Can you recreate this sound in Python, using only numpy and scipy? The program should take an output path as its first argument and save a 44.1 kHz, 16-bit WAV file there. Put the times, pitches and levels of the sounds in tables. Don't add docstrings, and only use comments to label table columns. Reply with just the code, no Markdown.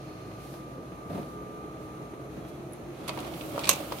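import sys
import numpy as np
from scipy import signal
from scipy.fft import rfft, irfft, next_fast_len
from scipy.io import wavfile
from scipy.ndimage import map_coordinates

SR = 44100
rng = np.random.default_rng(int(sys.argv[2]) if len(sys.argv) > 2 else 0)


def waveform_to_disk(signal):
    frames = np.transpose(np.atleast_2d(signal))
    scaled = np.clip(frames, -1, 1) * 32767
    samples = np.round(scaled).astype(np.int16)
    wavfile.write(sys.argv[1], SR, samples)


N = 176400

# f/Hz, level/dB
FAN_COLOUR = [(25, -44), (36, -27), (50, -14), (65, -9), (85, -8.5), (125, -3.5), (165, -6), (205, -6.5),
              (245, -5), (330, -3.5), (460, -7.5), (680, -9.5), (830, -14.5), (1000, -19.5), (1220, -14.5),
              (1400, -21.5), (1800, -23.5)]
# t/s, level/dB
FAN_LEVEL = [(0.0, -42.5), (0.33, -42), (0.91, -42), (1.24, -40.5), (2.99, -41), (3.16, -38.5), (3.69, -38),
             (4.0, -40.5)]
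# f/Hz, level/dB
VENT_COLOUR = [(600, -25), (1500, 4.5), (1850, 5.5), (2450, 6), (3000, 0), (3600, -1), (4250, 0),
               (4700, -8), (5500, -6), (6400, -2), (7400, -9.5), (8300, -11), (9200, -3.5), (10300, -8),
               (12000, -5), (13200, -10.5), (14300, -12), (15000, -21), (15800, -17)]
# t/s, level/dB
VENT_LEVEL = [(0, -58.5), (.35, -57), (.8, -59.5), (1.3, -58), (1.6, -58.5), (2.25, -58), (2.6, -57.5),
              (3, -57.5), (4, -58)]
# f/Hz, likeness
PRINTER_LIKENESS = [(60, 0.94), (130, 1), (290, 0.82), (640, 0.63), (1300, 0.015), (3100, 0.13),
                    (7000, 0.031)]
# f/Hz, balance/dB
HOUSING_BALANCE = [(60, 8), (110, -1.5), (200, 3.5), (380, -2), (700, -3.0), (1290, 0.5), (2380, -1.5),
                   (4400, -3.5), (8120, -4.5), (15000, 2.5)]

# f/Hz, level/dB, waver/dB, phase between the ears/rad
HUMS = [(59.7, -60, 2, 0), (135.5, -54.5, 3, 0), (176, -58, 3, 0)]
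# f/Hz, start/s, end/s, fade/s, level/dB, balance/dB,
# phase between the ears/rad
WHINES = [(110.5, .12, .4, .1, -50.5, 1, 0), (1254, -.3, 2.7, .4, -65, 0, 1.5),
          (1319, 1.2, 2.8, .4, -68, 0, 1.5), (424.5, 1.25, 2.5, .2, -52, -1, .4),
          (348, 2.45, 3.2, .1, -50.5, -1, .4), (346, 3.19, 3.39, .04, -44, -1, .4),
          (3350, 2.41, 2.58, .02, -70, -2, 1), (1497, -.3, .5, .2, -72, 0, 1.5),
          (2519, -.3, .5, .2, -75, 0, 1.5), (4253, -.3, .5, .2, -75.5, -2, 1.5),
          (4344, -.3, .5, .2, -79, -2, 1.5), (2401, 1.2, 2.2, .3, -77, 0, 1.5),
          (2196, 3.15, 3.6, .1, -65, -3, 1), (14275, 3.1, 3.88, .05, -73, -2, 1),
          (14275, 3.87, 3.99, .03, -60.5, -2, 1)]
# t/s, level/dB
STEPPER_LEVEL = [(0, -54), (.35, -52), (.5, -55), (1.05, -51), (1.55, -47.5), (1.8, -49.5), (2.15, -51),
                 (2.35, -60), (3, -64), (4, -64)]
# t/s, level/dB
DRIVE_LEVEL = [(0, -53), (.6, -52), (.85, -58), (1.15, -53), (1.7, -51), (2, -48), (2.25, -52), (2.55, -49),
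               (2.78, -53), (3, -46), (3.3, -51), (3.55, -48.5), (3.75, -53), (3.92, -47.5), (4, -52)]
# f/Hz, level/dB
GEAR_COLOUR = [(100, -17), (230, -13), (340, 4.5), (480, -7), (700, -7), (1000, -19), (2500, -19.5),
               (6000, -40), (12000, -65)]

# t/s, half length/s, level/dB
RUBS = [(0.435, 0.04, -59), (.54, 0.047, -56.5), (1.16, .06, -58.5), (1.3, 0.045, -63), (1.833, 0.046, -65),
        (2.49, 0.011, -56)]
# f/Hz, level/dB
RUB_COLOUR = [(800, -16), (2000, 0), (4000, 5.5), (7500, -2), (10000, 3.5), (13000, 2), (15800, -9)]
# t/s, level/dB, fade time/s (every fade time is for a 60 dB drop)
THUDS = [(1.096, -31.5, .2), (1.129, -33.5, .12), (1.147, -33, .3), (1.176, -36, .3), (2.015, -38, .15),
         (2.365, -36, .22), (3.09, -33.5, .2), (3.2, -37, .25), (3.69, -34, .15)]
# f/Hz, level/dB
THUD_COLOUR = [(50, -46), (100, -11), (150, 6), (280, 0.5), (400, -7), (620, -3.5), (900, -15.5),
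               (2200, -26.5), (4000, -33.5), (7000, -43.5)]

# f/Hz, level/dB
RUN_DOWN_COLOUR = [(1200, -6), (2800, 2), (3500, -6), (4300, 2), (5000, -2.5), (6800, -8), (7600, -20),
                   (12000, -33)]
# f/Hz, level/dB
ROLLER_COLOUR = [(120, -44), (200, -17), (334, -2), (472, -26), (577, -4.5), (999, -11.5), (1220, -6),
                 (1700, -19.5), (2230, -16), (2680, -19.5), (3220, -16.5), (4560, -23.5), (6810, -29.5),
                 (12200, -28), (15800, -45)]
# t/s, level/dB
ROLLER_LEVEL = [(0, -78), (2.85, -79), (2.98, -50.5), (3.08, -48.5), (3.22, -42.5), (3.37, -47),
                (3.5, -47.5), (3.6, -40.5), (3.8, -41), (4, -47.5)]
# f/Hz, level/dB
SHEET_COLOUR = [(1000, -32), (2500, 2.5), (4000, -2), (5500, -4.5), (9000, -2.5), (12500, -0.5),
                (15800, -3)]
# t/s, level/dB
SHEET_LEVEL = [(0, -90), (3.05, -74), (3.15, -56), (3.3, -56), (3.37, -49), (3.6, -49), (3.8, -46),
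               (3.9, -49.5), (4, -46.5)]
# f/Hz, balance/dB
FEED_BALANCE = [(60, 2.0), (110, 2), (200, -17), (380, 5), (700, -11.5), (1290, 2.5), (2380, -6),
                (4400, -6.5), (8120, -3), (15000, -4)]

# t/s, level/dB
TICKS = [(2.7229, -45), (2.7335, -36)]
# f/Hz, level/dB
TICK_COLOUR = [(4000, -32), (7500, -8), (10700, 0), (15800, -16)]
# t/s, level/dB
PANEL_JOLTS = [(3.455, -38), (3.546, -30), (3.693, -31.5), (3.79, -37)]
# t/s, click level/dB, knock level/dB, click's treble limit/Hz
CLUTCH_HITS = [(0.539, -64, -38, 12000), (1.229, -45, -55, 2300), (3.078, -34.5, -37, 15000),
               (3.082, -33.5, -51, 14000), (3.0877, -33, -30.5, 4500), (3.092, -28, -33.5, 6040),
               (3.174, -41, -28.5, 6000), (3.188, -34, -41, 5500), (3.2018, -39.5, -51, 15000),
               (3.246, -35.5, -48, 4500), (3.337, -36, -55, 4500), (3.41, -34, -55, 4500),
               (3.56, -42, -34, 4000), (3.578, -42, -27, 4000), (3.592, -30.5, -36, 9000),
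               (3.636, -27.5, -47, 4500), (3.642, -26.5, -36, 5500), (3.654, -28.5, -49, 7500),
               (3.671, -27, -31, 8000), (3.675, -31.5, -34, 7840), (3.683, -30, -44, 6000),
               (3.8037, -51, -40, 4000), (3.921, -31, -26, 5460), (3.9845, -38, -45, 6000)]
# f/Hz, level/dB
CLICK_COLOUR = [(300, -33), (1000, -16), (1700, -10), (2400, 6), (3300, 2.5), (4300, 2), (5300, -3),
                (7000, -5), (8000, -1.5), (9800, -1.5), (12700, -3.5), (15800, -21)]
# f/Hz, level/dB
KNOCK_COLOUR = [(100, -35), (300, -14), (560, 6.5), (820, 0), (1100, 5.5), (1600, -9), (3000, -18),
                (8000, -28)]

# t/s, level/dB
LEVER_HITS = [(3.6903, -24), (3.6914, -9), (3.6975, -25), (3.709, -25), (3.712, -25.5), (3.729, -29),
              (3.7345, -29), (3.751, -37), (3.759, -38)]
# f/Hz, relative level/dB, fade time/s
LEVER_TONES = [(1070, -11.5, .045), (1195, -23, .14), (2350, -16.5, .05), (2540, -19, .1),
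               (2665, -16.5, .16), (2977, -27, .16), (3300, -24, .16), (3644, -30, .2), (4447, -31, .15),
               (5750, -22, .07), (6450, -10.5, .045), (6740, -26, .13), (7500, -20, .06),
               (7950, -16.5, .04), (8220, -18, .04), (9020, -21, .04), (12550, -22, .04)]
# f/Hz, level/dB
LEVER_COLOUR = [(150, -26), (300, -8), (560, 3), (820, 2.5), (1100, 6.5), (1700, -5.5), (2400, 4),
                (3300, 0.5), (4300, 3), (5300, -3), (7000, -0.5), (8000, 6), (9800, -9), (12700, 4),
                (14000, -2.5), (15800, -16)]
# f/Hz, balance/dB
LEVER_BALANCE = [(200, -9), (600, -2), (1100, -1), (1700, 3), (2600, -10), (4300, -4), (6400, -22),
                 (7900, 3), (9200, -22), (10500, 18), (12500, -6), (15000, -8)]
# f/Hz, likeness
LEVER_LIKENESS = [(200, 1), (1100, 0.81), (2500, 0.15), (8000, 0.051)]
# f/Hz, fade time/s
ROOM_FADE = [(200, 0.2), (1000, 0.19), (3000, 0.21), (8000, 0.088), (15000, 0.1)]

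WANDER_HZ, WHINE_WAVER_DB = 1.3, 1.3
STEPPER_HZ, DRIVE_HZ, THROB_PER_S, THROB_DB = 1196, 312.5, 13, 2.6
GEAR_KNOCKS_PER_S, GEAR_DB = 9, -46.5
RUN_DOWN_DB, RUN_DOWN_DB_PER_S = -59.5, 12
TICK_HZ, PANEL_HZ = 10700, 565
HIT_RISE_S, LEVER_RISE_S = .0005, .0003
RING_DB, RATTLE_RAD, RATTLE_PER_S = -2.5, .7, 300
ROOM_DB, ROOM_DELAY_S = -9, .005
FAN_TOP_HZ, TOP_HZ = 1690, 15850


def amp(db):
    return 10 ** (np.asarray(db) / 20)


def unit(x):
    return x / np.sqrt(np.mean(x ** 2) + 1e-20)


def at_pitch(table, hz):
    pitches, values = np.transpose(table)
    return np.interp(np.log(hz + 1), np.log(pitches + 1), values)


def clock():
    return np.arange(N) / SR


def curve(table):
    return np.interp(clock(), *np.transpose(table))


def wobble(per_s):
    return map_coordinates(rng.standard_normal(1000), [clock() * per_s + 2], mode="wrap")


def pan(db):
    return amp(np.array([[.5], [-.5]]) * db)


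def filtered(x, response):
    size = next_fast_len(N + SR // 2)
    return irfft(rfft(x, size) * response(np.fft.rfftfreq(size, 1 / SR)), size)[..., :N]


def noise(colour, balance=((100, 0),), likeness=PRINTER_LIKENESS):
    def share(hz):
        angle = np.arccos(np.clip(at_pitch(likeness, hz), -1, 1)) / 2
        return amp(at_pitch(colour, hz)) * [np.cos(angle), np.sin(angle)]

    middle, side = filtered(rng.standard_normal((2, N)), share)
    ears = np.array([middle + side, middle - side])
    return unit(filtered(ears, lambda hz: pan(at_pitch(balance, hz))))


def fall(t, fade_s):
    return np.exp(-np.log(1000) * t / fade_s)


def struck(start, fade_s, rise_s=HIT_RISE_S):
    age = np.maximum(clock() - start, 0)
    return fall(age, fade_s) * (1 - np.exp(-age / rise_s))


def swell(peak_s, half_s):
    return np.exp(-.5 * ((clock() - peak_s) / half_s) ** 2)


def tone(hz, lead_rad):
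    phase = 2 * np.pi * np.cumsum(hz + WANDER_HZ * wobble(6)) / SR
    return np.sqrt(2) * np.sin(phase + np.array([[.5], [-.5]]) * lead_rad)


def room_echo(x):
    hz, t, spectrum = signal.stft(rng.standard_normal((2, SR // 2)), SR, nperseg=256)
    fading = spectrum * fall(t, at_pitch(ROOM_FADE, hz)[:, None])
    tail = signal.istft(fading, SR, nperseg=256)[1]
    delayed = np.pad(x.mean(axis=0), (int(ROOM_DELAY_S * SR), 0))
    return signal.fftconvolve(delayed[None], tail / np.linalg.norm(tail[0]), axes=1)[:, :N]


def fans():
    rush = filtered(noise(FAN_COLOUR, HOUSING_BALANCE), lambda hz: 1 / (1 + (hz / FAN_TOP_HZ) ** 10))
    rush *= amp(curve(FAN_LEVEL) - .27 + .62 * wobble(34.89))
    hiss = noise(VENT_COLOUR, HOUSING_BALANCE) * amp(curve(VENT_LEVEL) + .5 * wobble(25.88))
    return rush + hiss


def motors():
    hum = sum(amp(db + waver * wobble(8.3)) * tone(hz, lead) for hz, db, waver, lead in HUMS)
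    stepper = amp(curve(STEPPER_LEVEL) + WHINE_WAVER_DB * wobble(9.96)) * tone(STEPPER_HZ, lead_rad=2.09)
    drive = amp(curve(DRIVE_LEVEL) + THROB_DB * wobble(THROB_PER_S)) * tone(DRIVE_HZ, lead_rad=0)
    whines = np.zeros((2, N))
    for hz, start, end, fade, db, balance, lead in WHINES:
        running = np.clip(np.minimum(clock() - start, end - clock()) / fade + .5, 0, 1)
        whines += running * amp(db + WHINE_WAVER_DB * wobble(9.83)) * pan(balance) * tone(hz, lead)
    return hum + stepper + drive + whines


def gears():
    gaps, sizes = .5 + rng.random((100, 2)).T
    times = np.cumsum(gaps) / GEAR_KNOCKS_PER_S
    knocks = sum(size * struck(start, fade_s=.12) for start, size in zip(times, sizes) if start < N / SR)
    return noise(GEAR_COLOUR) * amp(GEAR_DB) * knocks


def rubs():
    loudness = sum(amp(db) * swell(peak_s, half_s) for peak_s, half_s, db in RUBS)
    return noise(RUB_COLOUR, HOUSING_BALANCE) * loudness


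def thuds():
    loudness = sum(amp(db) * struck(start, fade_s, rise_s=.0021) for start, db, fade_s in THUDS)
    return noise(THUD_COLOUR) * loudness


def paper_feed():
    run_down = noise(RUN_DOWN_COLOUR, HOUSING_BALANCE) * amp(RUN_DOWN_DB - RUN_DOWN_DB_PER_S * clock())
    rollers = noise(ROLLER_COLOUR, FEED_BALANCE) * amp(curve(ROLLER_LEVEL) + 1.5 * wobble(70))
    sheet = noise(SHEET_COLOUR, FEED_BALANCE) * amp(curve(SHEET_LEVEL) + .81 * wobble(150))
    return run_down + rollers + sheet


def ticks():
    ping = np.sqrt(2) * np.sin(2 * np.pi * TICK_HZ * clock())
    crack = amp(-5) * noise(TICK_COLOUR)
    return (ping + crack) * sum(amp(db) * struck(start, fade_s=.012) for start, db in TICKS)


def loose_panel():
    rattle = .45 * wobble(120)
    ring = np.sqrt(2) * np.sin(2 * np.pi * PANEL_HZ * clock() + rattle)
    loudness = sum(amp(db) * struck(start, fade_s=.17, rise_s=.008) for start, db in PANEL_JOLTS)
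    return pan(-5) * ring * loudness


def clutch_and_guides():
    grit = noise(CLICK_COLOUR)
    clicks, knock_loudness = np.zeros((2, N)), np.zeros(N)
    for start, click_db, knock_db, top_hz in CLUTCH_HITS:
        click = grit * amp(click_db) * struck(start, fade_s=.035)
        soften = signal.butter(2, top_hz, fs=SR)
        span = slice(int(start * SR), int(start * SR) + SR // 8)
        clicks[:, span] += signal.lfilter(*soften, click[:, span])
        knock_loudness += amp(knock_db) * struck(start, fade_s=.05)
    return clicks * pan(-5) + noise(KNOCK_COLOUR) * knock_loudness


def lever():
    loudness = sum(amp(db) * struck(start, fade_s=.03, rise_s=LEVER_RISE_S) for start, db in LEVER_HITS)
    crack = noise(LEVER_COLOUR, LEVER_BALANCE, LEVER_LIKENESS) * loudness
    ring = np.zeros((2, N + SR))
    age = np.arange(SR // 4) / SR
    rise = 1 - np.exp(-age / LEVER_RISE_S)
    for start, hit_db in LEVER_HITS:
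        first = round(start * SR)
        for hz, tone_db, fade_s in LEVER_TONES:
            phase = 2 * np.pi * (hz * age + rng.random())
            rattle = map_coordinates(rng.standard_normal(100), [age * RATTLE_PER_S], mode="wrap")
            wave = np.sin(phase + RATTLE_RAD * rattle)
            gain = amp(hit_db + RING_DB + tone_db) * pan(at_pitch(LEVER_BALANCE, hz))
            ring[:, first:first + len(age)] += gain * rise * fall(age, fade_s) * wave
    return crack + ring[:, :N]


def scene():
    hits = clutch_and_guides() + lever() + ticks()
    machine = fans() + motors() + paper_feed() + rubs() + thuds() + loose_panel()
    echo = amp(ROOM_DB) * room_echo(hits)
    return machine + gears() + hits + echo


def record(dry):
    rounded = dry / (1 + dry ** 6) ** (1 / 6)
    return filtered(rounded, lambda hz: hz < TOP_HZ)


dry = scene()
out = record(dry)
waveform_to_disk(out)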